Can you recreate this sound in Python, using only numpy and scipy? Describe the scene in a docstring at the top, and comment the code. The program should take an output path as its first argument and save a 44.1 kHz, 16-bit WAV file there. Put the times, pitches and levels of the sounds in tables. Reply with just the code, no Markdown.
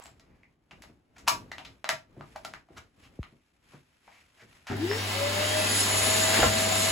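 """Plug clicks and a few steps in a block-walled garage, then a canister vacuum starts and roars.
The plug scrapes and snaps into an extension lead, ringing its plastic case; sleeves and cable rustle.
The motor hums at twice the mains rate and runs up, its shaft tone sweeping through body resonances.
Turbulent air rushes through the hose and edge tones whistle; the nozzle is pushed over a rug,
knocking and sucking up grit."""
import sys
import numpy as np
from scipy import signal
from scipy.fft import rfft, irfft
from scipy.io import wavfile
from scipy.ndimage import uniform_filter1d

SR = 44100
rng = np.random.default_rng(int(sys.argv[2]) if len(sys.argv) > 2 else 0)


def wav_out(sig):
    """Save sig, one row per channel (or a flat mono array), as 16-bit PCM at SR to the path in sys.argv[1]."""
    wavfile.write(sys.argv[1], SR, np.round(np.clip(np.atleast_2d(sig).T, -1, 1) * 32767).astype(np.int16))


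N = 304731
T = np.arange(N) / SR
FREQS = np.arange(N // 2 + 1) * SR / N + 0.0009  # offset keeps the log finite
SWITCH_ON_S, HUM_HZ, SHAFT_TOP_HZ = 4.695, 100.0, 650.8


def motor(blades=11, whine_re_hiss_db=-16, growl_db=-32.5, inrush_s=0.17, judder=0.14, rough_db=5.0):
    """Mains hum, start-up growl, out-of-balance shaft tone and thin fan-blade whine."""
    # mains hum: (multiple of HUM_HZ, level [dB])
    harmonics = [(1, -37.5), (2, -55.5), (3, -51.5), (4, -52)]
    # start-up growl spectrum: (frequency [Hz], level [dB])
    growl_colour = [(100, -34), (170, -12), (230, 1), (400, -1), (520, -25), (760, -7), (1100, -29),
                    (1900, -20), (4000, -55)]
    # body and room modes the shaft sweeps through: (centre [Hz], half width [Hz], level [dB])
    modes = [(288, 27, -35), (338, 22.5, -25), (405, 20, -31.5), (447, 24, -38.5), (555, 19, -38),
             (573, 11.3, -29.5), (600.7, 9.2, -31), (618.2, 5.1, -29), (640.8, 5.7, -32), (647, 3.8, -37.5)]
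    hum = sum(undb(db) * tone(np.full(N, k * HUM_HZ)) for k, db in harmonics)
    # starting current shakes the rotor at the hum rate
    inrush = np.exp(-np.maximum(T - SWITCH_ON_S, 0) / inrush_s)
    torque = 1 + judder * np.sqrt(inrush) * np.sin(2 * np.pi * HUM_HZ * T)
    growl = undb(growl_db) * noise(growl_colour) * inrush * torque
    speed_hz = shaft_hz()
    wobbling_hz = speed_hz * (1 + 0.00145 * walk(30))
    response = sum(undb(db) * bell(speed_hz, centre_hz, width_hz) for centre_hz, width_hz, db in modes)
    roughness = undb(0.12 * walk(25) + rough_db * inrush ** 0.29 * walk(150))
    shaft = tone(wobbling_hz) * response * torque * roughness
    _, hiss_gain = flow()
    whine = tone(blades * wobbling_hz) * hiss_gain * undb(whine_re_hiss_db + 2 * walk(28))
    return pan_left(hum + whine + growl, 0.7) + pan_left(shaft, 2.0)


def shaft_hz(spin_up_hz=470, spin_up_s=0.234, creep_hz=77, creep_s=0.7):
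    """The shaft closes in on top speed: fast at first, then creeping."""
    t = np.maximum(T - SWITCH_ON_S, 0)
    return SHAFT_TOP_HZ - spin_up_hz * np.exp(-t / spin_up_s) - creep_hz * np.exp(-t / creep_s)


def air(throb=0.085):
    """Turbulent fan rush, rippled by motor torque, and nozzle hiss."""
    # spectra of fan rush and nozzle hiss: (frequency [Hz], level [dB])
    rush_colour = [(30, -23), (70, -2.5), (160, -6), (220, 5.5), (290, -0.5), (400, 1.5), (600, 2.5),
                   (1100, -0.9), (2300, -2), (3200, -2), (4500, -5.5), (5700, -11), (8000, -11),
                   (15500, -19)]
    hiss_colour = [(1000, -28), (4000, -3), (5800, -11.5), (6600, 0), (7100, -0.5), (7900, -2),
                   (8600, -0.5), (9600, -7), (10700, -1), (11600, -9.5), (13500, -15.5), (15500, -56)]
    rush_gain, hiss_gain = flow()
    rush = duct(rush_colour) * rush_gain * undb(0.5 * walk(14))
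    hiss = duct(hiss_colour) * hiss_gain * undb(1.4 * walk(22))
    return rush * (1 + throb * np.sin(2 * np.pi * HUM_HZ * T)) + hiss


def flow(rush_db=-27.5, hiss_db=-35, rush_exponent=1.94, hiss_exponent=4.5):
    """Rush and hiss gains: powers of shaft speed, shifted by the nozzle's seat on the rug."""
    # nozzle set down and pushed: (time [s], rush change [dB], hiss change [dB])
    nozzle = [(5.45, 0, 0.5), (5.8, 0, 7), (6.19, 1.5, 7), (6.43, 3, 5), (6.5, -1, 2), (6.9, .5, 5)]
    times_s, rush_change_db, hiss_change_db = np.array(nozzle).T
    speed = shaft_hz() / SHAFT_TOP_HZ
    rush_gain = undb(rush_db + np.interp(T, times_s, rush_change_db)) * speed ** rush_exponent
    hiss_gain = undb(hiss_db + np.interp(T, times_s, hiss_change_db)) * speed ** hiss_exponent
    return rush_gain, hiss_gain


def duct(colour, ripple_db=4.0, bend_s=0.4):
    """Hose noise: as the hose bends, one set of narrow resonances gives way to another."""
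    angle = np.pi / 2 * T / bend_s
    return np.cos(angle) * noise(colour, ripple_db) + np.sin(angle) * noise(colour, ripple_db)


def whistles(flutter_db=4.5, waver=0.002):
    """Edge tones catch, glide and break off; turbulence makes them airy."""
    # (start [s], end [s], first [Hz], middle [Hz], last [Hz], level [dB], pitch scatter [fraction])
    edge_tones = [(4.888, 5.054, 5100, 5520, 6100, -43.5, 0.012),
                  (5.392, 5.56, 2550, 3100, 3330, -36.5, 0.03),
                  (5.566, 5.725, 2650, 2610, 2550, -40, 0.036),
                  (5.655, 5.865, 4330, 4920, 5320, -42.5, 0.017),
                  (5.62, 6.95, 6980, 7000, 7150, -38.5, 0.025), (6.08, 6.31, 7020, 7040, 7060, -35, 0.0092),
                  (5.495, 5.69, 10500, 10800, 10750, -44, 0.005),
                  (5.69, 5.825, 10170, 10080, 10300, -32, 0.001),
                  (5.815, 5.89, 10560, 10640, 10620, -43, 0.004),
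                  (5.884, 6.022, 10200, 10200, 10360, -35.5, 0.001),
                  (6.018, 6.15, 10500, 10780, 10700, -33.5, 0.002),
                  (6.501, 6.805, 758, 752, 742, -42.5, 0.014)]
    out = np.zeros(N)
    jitter = walk(600)
    flutter = undb(flutter_db * walk(110))
    wander = 1 + waver * walk(45)
    for start_s, end_s, first_hz, middle_hz, last_hz, db, scatter in edge_tones:
        on = (T > start_s) & (T < end_s)
        progress = np.linspace(0, 1, on.sum())
        glide_hz = np.polyval(np.polyfit([0, 0.5, 1], [first_hz, middle_hz, last_hz], 2), progress)
        envelope = flutter[on] * np.abs(np.sin(np.pi * progress)) ** 0.33
        out[on] += undb(db) * envelope * tone(glide_hz * (wander[on] + scatter * jitter[on]))
    return out


def grit(start_s=5.85, full_s=6.3, full_per_s=130, spread_db=4, db=-42):
    """Crumbs tick against the tube once the nozzle reaches them."""
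    per_s = full_per_s * np.clip((T - start_s) / (full_s - start_s), 0, 1)
    hits = rng.random(N) < per_s / SR
    sizes = undb(spread_db * np.minimum(rng.exponential(size=N), 3))
    ticks = signal.sosfilt(signal.butter(2, [1200, 8000], "band", fs=SR, output="sos"), hits * sizes)
    return garage(undb(db) * ticks / np.std(ticks[T > start_s]), wet_db=-11)


def drone(start_s=6.42, swell_s=0.039, hz=205, db=-41, bite_db=9, bite_s=0.038):
    """The nozzle bites into the rug: the wand booms, then drones low."""
    body = noise([(hz / 4, -50), (hz / 1.25, -16), (hz, 0), (hz * 1.25, -14), (hz * 4, -55)])
    t = np.maximum(T - start_s, 0)
    boom_db = bite_db * np.exp(-(t / bite_s) ** 2 / 2)
    return undb(db + boom_db) * body * np.clip(t / swell_s, 0, 1)


def clicks(scatter_db=1.8, detune=0.0026, lead_s=0.003, size=16384):
    """Plug, socket, switch and wand: each contact is a gritty burst that rings the plastic case."""
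    # (time [s], level [dB], treble cut [dB/octave], contact time [ms], ring re burst [dB],
    #  main resonance [Hz], its height [dB], its half width [octaves])
    contacts = [(0.024, -47, -4, 1.5, -20, 7600, 17, 0.15), (0.039, -41, -9, 1.2, -20, 7800, 21, 0.17),
                (0.057, -40.5, 0.5, 1.76, -8, 785, 7, 0.43), (0.065, -49, -3, 3, -14, 7500, 16, 0.11),
                (0.197, -53, -0.5, 3.2, -3.5, 5540, 5, 0.51), (0.432, -51.5, 3, 4, -16, 2170, 21, 0.38),
                (0.710, -45, 4, 8.6, -22, 2640, 8.5, 0.38), (0.821, -46, -2.5, 6.1, -22, 1930, 7, .34),
                (0.838, -43.5, 3, 2.3, -18, 570, 8, 0.25), (1.181, -52, -1, 14, -5, 7050, 6, 0.37),
                (1.2768, -16.5, 1, 5.9, -2, 1063, 10, 0.25), (1.282, -15, -4, 3.8, -32, 2420, 5, .25),
                (1.516, -32, 3, 4.9, -10, 1910, 14, 0.17), (1.517, -42.5, 0, 3.7, -12, 3940, 14, 0.18),
                (1.582, -33.5, 3, 2.7, -24, 3070, 8, 0.44), (1.598, -47, 11, 6.2, -13, 737, 19, 0.17),
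                (1.649, -44, 0, 10.7, -6, 3370, 10.5, 0.97), (1.843, -25.5, 4, 2.54, -6, 660, 4.5, 0.14),
                (1.891, -15, -.5, 2.18, -8.5, 1860, 6, 0.34), (1.893, -25, 5.5, 4, -4.5, 640, 8.5, 0.15),
                (2.166, -48.5, 18, 2.7, -18, 528, 7, .34), (2.209, -35.5, 8, 2.7, -14, 1180, 8, .34),
                (2.361, -44, -2.5, 3.4, -2, 655, 18, .2), (2.449, -30.5, -0.5, 3.6, -15, 665, 13, 0.38),
                (2.449, -38.5, 1, 3.5, -4, 1350, 20, .13), (2.537, -31.5, 2.5, 1.9, -26, 1600, 8, 0.71),
                (2.687, -52, 6.5, 5, -6, 667, 13, .3), (3.230, -37, 4, 1.26, -21.5, 2800, 11.5, 0.75),
                (3.23, -40.5, 2.5, 1.9, -14, 1360, 13.5, 0.47), (4.077, -44, 8.5, 2.6, -22, 890, 5, 0.29),
                (4.669, -40, 0.5, 25, -27, 1770, 6, 1), (4.768, -40, -5, 1.5, -20, 11000, 10, .34),
                (4.913, -23, 4.5, 3.3, -14, 1890, 12.5, 0.25), (4.932, -32, 5.5, 3, -14, 2400, 13, 0.15)]
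    # case modes, close pairs beat: (frequency [Hz], level [dB], T60 [s])
    case_modes = [(635, -4, .19), (664, -3.5, .2), (960, -2, .12), (1113, 0, .16), (1165, -3, .14),
                  (1366, -1, .2), (1550, -4, .14), (1905, -2, .13), (2099, -2, .12), (2353, -4, .17),
                  (2560, -5, .18), (3050, -7, .16), (3450, -6, .15), (3950, -6, .13)]
    out = np.zeros(N)
    t = np.maximum(T[:size] - lead_s, 0)
    mode_hz, mode_db, t60_s = np.array(case_modes).T[:, :, None]
    decay = np.exp(-np.log(1000) * t / t60_s)
    ring_highpass = signal.butter(4, 520, "high", fs=SR, output="sos")  # the case ring carries no bass
    for s, db, tilt_db, contact_ms, ring_db, centre_hz, peak_db, octaves in contacts:
        burst = plastic(contact(t, contact_ms), tilt_db, centre_hz, peak_db, octaves)
        # each blow lands elsewhere and weights the modes anew
        weight, shift, phase = rng.standard_normal((3, len(case_modes), 1))
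        gain = undb(mode_db + 1.1 * peak_db * octave_bell(mode_hz, centre_hz, octaves)
                    + scatter_db * weight)
        partials = np.sin(2 * np.pi * (mode_hz * (1 + detune * shift) * t + phase))
        ring = signal.sosfilt(ring_highpass, np.sum(gain * decay * partials, axis=0) * (t > 0))
        add(out, s - lead_s, undb(db) * (burst + undb(ring_db) * unit(ring) * np.std(burst)))
    return garage(out, wet_db=-2.0)


def contact(t, contact_ms, passes=6):
    """A short gritty force with a near-flat spectrum."""
    envelope = (t > 0) * np.exp(-t * 1000 / contact_ms)
    force = rng.choice([-1, 1], len(t)) * envelope
    for _ in range(passes):
        whitened = irfft(np.exp(1j * np.angle(rfft(force))))
        force = whitened * (envelope > 0.03)
    return unit(force) * np.sqrt(np.mean(envelope ** 2))


def plastic(force, tilt_db, centre_hz, peak_db=7.5, octaves=0.34):
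    """A force heard through plastic parts; minimum phase, so they ring only after it."""
    # response of the plastic: (frequency [Hz], level [dB])
    colour = [(100, -31), (250, -24), (480, -24), (640, -8), (1100, -8.5), (2400, -8), (3500, -12),
              (5000, -13), (8000, -17.5), (11000, -21.5), (15500, -34)]
    n = len(force)
    hz = np.arange(n // 2 + 1) * SR / n + 1
    cut_db = tilt_db * np.log2(np.clip(hz, 500, None) / 1500)
    db = across(colour, hz) - cut_db + peak_db * octave_bell(hz, centre_hz, octaves)
    cepstrum = irfft(np.log(unit(undb(db))), n)
    causal = np.r_[1, np.full(n // 2 - 1, 2), 1, np.zeros(n // 2 - 1)]
    return irfft(rfft(force) * np.exp(rfft(cepstrum * causal)), n)


def thuds(attack_s=0.0027, size=16384):
    """Soft blows of feet, starting jolt and nozzle: band-limited bursts with a rounded attack."""
    # (time [s], level [dB], decay [ms], band top [Hz])
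    blows = [(0.725, -50, 18, 304), (0.895, -46, 7.3, 397), (1.312, -45, 82, 380), (1.412, -46, 19, 330),
             (1.924, -43.5, 19, 280), (2.168, -43.5, 43, 340), (2.700, -52.5, 18, 450),
             (3.324, -53.5, 15.5, 360), (3.735, -42.5, 12.6, 420), (4.419, -52, 33, 414),
             (4.711, -31, 18, 170), (5.948, -36, 27, 223), (6.388, -15.5, 7.8, 770),
             (6.427, -13, 13.2, 1220), (6.405, -29.5, 74, 100)]
    out, t = np.zeros(N), T[:size]
    for s, db, decay_ms, top_hz in blows:
        force = rng.standard_normal(size)
        band = signal.butter(2, [max(top_hz / 4, 58), top_hz], "band", fs=SR, output="sos")
        envelope = (1 - np.exp(-t / attack_s)) * np.exp(-t * 1000 / decay_ms)
        thud = signal.sosfilt(band, force * envelope) / np.std(signal.sosfilt(band, force))
        add(out, s, undb(db) * thud)
    return garage(out, wet_db=-5.5)


def scrapes(grain_db=4.5, size=16384):
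    """Pins, sleeve and soles slide: swells of tiny uneven slips."""
    # (peak time [s], level [dB], treble cut [dB/octave], half length [ms], main resonance [Hz])
    slides = [(0.020, -54.5, 5.5, 17, 1140), (0.335, -75, 5, 120, 2200), (1.168, -53, 3, 7, 1670),
              (1.275, -41, 2.5, 5.7, 1003), (1.605, -53.5, 4, 19, 900), (2.363, -39.5, 6, 5.5, 650),
              (2.779, -42, 1.5, 10, 1316), (3.051, -59, 0, 22.5, 2600), (3.742, -58, 3.5, 19, 1250),
              (4.140, -62.5, 1.5, 82, 2180), (4.412, -55, 2.5, 24, 1810), (4.716, -40, 3.5, 32.4, 1500),
              (6.365, -31, 4.5, 35, 2020)]
    out, t = np.zeros(N), T[:size] - T[size // 2]
    for s, db, tilt_db, half_ms, centre_hz in slides:
        slips = unit(rng.standard_normal(size) * undb(grain_db * rng.standard_normal(size)))
        scrape = undb(db) * plastic(slips * bell(t, 0, half_ms / 1000), tilt_db, centre_hz)
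        add(out, s + t[0], scrape[s + t >= 0])
    return garage(out, wet_db=-5.0)


def thump(s=3.190, db=-32, drop_hz=560, end_hz=42, fall_s=0.0028, hold_s=0.029, size=4096):
    """A close, dry thump whose pitch drops within a few cycles."""
    out, t = np.zeros(N), T[:size]
    hz = end_hz + drop_hz / (1 + (t / fall_s) ** 1.63)
    envelope = (1 - np.exp(-t / 0.0015)) * np.exp(-(t / hold_s) ** 3)
    add(out, s, -undb(db) * tone(hz) * envelope)
    return out


def clothing(rustle_boost_db=2.5, grain_db=2):
    """Each move swells a grainy rustle of sleeves and cable over a low handling rumble."""
    # arm, cable and leg moves: (peak time [s], half length [s], rustle [dB], rumble [dB])
    moves = [(0.04, 0.093, -64.5, -66), (0.277, 0.27, -87, -63.5), (0.85, 0.11, -74.5, -60),
             (1.37, 0.18, -70, -54.5), (1.66, 0.12, -70, -55), (2.168, 0.1, -80, -58.5),
             (2.324, 0.12, -66.5, -64.5), (2.5, 0.1, -71, -55), (2.783, 0.076, -69.5, -57.5),
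             (3.035, 0.077, -68, -63), (3.224, 0.1, -71, -61), (3.522, 0.18, -81, -100),
             (3.737, 0.089, -68, -69), (3.99, 0.16, -76.5, -89), (4.163, 0.14, -69, -81),
             (4.527, 0.19, -65, -72)]
    # spectra of rustle and rumble: (frequency [Hz], level [dB])
    rustle_colour = [(200, -6.5), (600, -1.5), (1500, 0.5), (2500, 1.5), (5000, -9.5), (8000, -8),
                     (11000, -9.5), (15500, -29)]
    rumble_colour = [(20, -20.5), (40, -6), (75, -2.5), (140, -8), (280, -8.5), (500, -18), (1500, -28.5),
                     (8000, -53)]
    rustle_gain, rumble_gain = undb(-87), undb(-75.5)  # floor between moves
    for s, half_s, rustle_db, rumble_db in moves:
        swell = bell(T, s, half_s)
        rustle_gain = rustle_gain + undb(rustle_db) * swell
        rumble_gain = rumble_gain + undb(rumble_db) * swell
    rustle = noise(rustle_colour) * undb(rustle_boost_db + 1.6 * walk(40) + grain_db * walk(300))
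    rumble = noise(rumble_colour) * undb(2 * walk(21))
    return rustle_gain * rustle + rumble_gain * rumble


def garage(x, wet_db, delay_s=0.002, build_s=0.0063, size=32768):
    """Direct sound plus a dense tail off the block walls; lows ring longest."""
    # room decay: (frequency [Hz], T60 [s])
    room_t60 = [(100, 0.39), (400, 0.26), (1000, 0.21), (2800, 0.21), (7000, 0.2), (15000, 0.19)]
    t, tail = T[:size], 0
    spectrum = rfft(noise([(20, 0.0091), (20000, 0.0037)])[:, :size])  # near white
    octave = np.log2(np.clip(np.arange(size // 2 + 1) * SR / size, 125, 16000) / 125)
    for k in range(8):
        band = irfft(spectrum * np.maximum(1 - abs(octave - k), 0), size)
        tail = tail + band * undb(-60 * t / across(room_t60, 125 * 2 ** k))
    tail = tail * np.clip((t - delay_s) / build_s, 0, 1)
    tail = tail / np.sqrt(np.sum(tail ** 2) / 2)
    return x + undb(wet_db) * signal.fftconvolve(np.atleast_2d(x), tail, axes=1)[:, :N]


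def noise(colour, ripple_db=0, ripple_hz=42):
    """Coloured stereo noise of rms 1; ripple adds narrow duct resonances."""
    # stereo width: (frequency [Hz], side minus mid [dB])
    width = [(25, -8.5), (60, -13), (150, -13.5), (300, -10.5), (600, -1), (1500, -2), (3500, -3),
             (5500, 2.5), (7000, -20), (15000, -28)]
    knots_hz = np.arange(0, SR / 2, ripple_hz)
    heights = np.minimum(rng.standard_normal(2048), 1.6)[:len(knots_hz)]
    ripple = np.interp(FREQS, knots_hz, heights) * np.minimum(FREQS / 1500, 1)
    mid, side = rfft(rng.standard_normal((2, N))) * undb(across(colour, FREQS) + ripple_db * ripple)
    side = side * undb(across(width, FREQS))
    return unit(irfft(np.array([mid + side, mid - side]), N))


def walk(rate_hz):
    """Random steps smoothed twice; spread near 1."""
    hold = int(SR / rate_hz)
    steps = np.repeat(rng.standard_normal(N // hold + 1), hold)
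    return 1.1 * uniform_filter1d(uniform_filter1d(steps, hold), hold)[:N]


def tone(hz):
    """Sine of rms 1 along a pitch curve."""
    return np.sqrt(2) * np.sin(2 * np.pi * np.cumsum(hz) / SR)


def bell(x, centre, half_width):
    """Gaussian of height 1."""
    return np.exp(-((x - centre) / half_width) ** 2)


def octave_bell(hz, centre_hz, octaves):
    """Gaussian of height 1 in log frequency."""
    return bell(np.log2(hz / centre_hz), 0, octaves)


def across(table, hz):
    """Table lookup in log frequency."""
    rows = np.array(table)
    return np.interp(np.log(hz), np.log(rows[:, 0]), rows[:, 1])


def undb(db):
    """Decibels to gain."""
    return 10 ** (np.asarray(db) / 20)


def unit(x):
    """Scale to rms 1."""
    return x / np.sqrt(np.mean(x ** 2))


def add(out, s, x):
    """Mix x in at time s."""
    i = max(int(s * SR), 0)
    out[..., i:i + x.shape[-1]] += x[..., :N - i]


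def pan_left(x, db):
    """Left up, right down, each by db."""
    return x * undb([[db], [-db]])


def skew(x, left_lead):
    """Retard the right channel's phase per frequency."""
    rotation = np.exp(-2j * np.pi * across(left_lead, FREQS))
    return np.array([x[0], irfft(rfft(x[1]) * rotation, N)])


def scene():
    """Plug and footsteps, then the vacuum a little to the left."""
    # vacuum's phase between the ears: (frequency [Hz], left lead [turns])
    vacuum_lead = [(400, 0.024), (660, 0.25), (1100, 0.06), (1900, 0), (3100, 0.16), (4100, 0.036),
                   (5200, 0.15), (6300, 0)]
    running = np.clip((T - SWITCH_ON_S) / 0.0092, 0, 1)
    airflow = pan_left(air() + whistles() + grit() + drone(), 0.4)
    vacuum = skew(running * (motor() + airflow), vacuum_lead)
    handling = clicks() + scrapes() + thuds() + thump() + clothing()
    return vacuum + pan_left(handling, 0.4)


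def record(dry, top_hz=15800):
    """Two microphone ports differ in treble phase; a steep low-pass cuts the top."""
    # phase between the ports: (frequency [Hz], left lead [turns])
    port_lead = [(7500, 0), (8700, -.5), (9400, -.5), (10700, -1), (11700, -1), (12700, -1.5),
                 (13700, -1.5), (14200, -2)]
    lowpass = signal.ellip(10, 0.2, 70, top_hz, fs=SR, output="sos")
    return signal.sosfilt(lowpass, skew(dry, port_lead))


dry = scene()
out = record(dry)
wav_out(out)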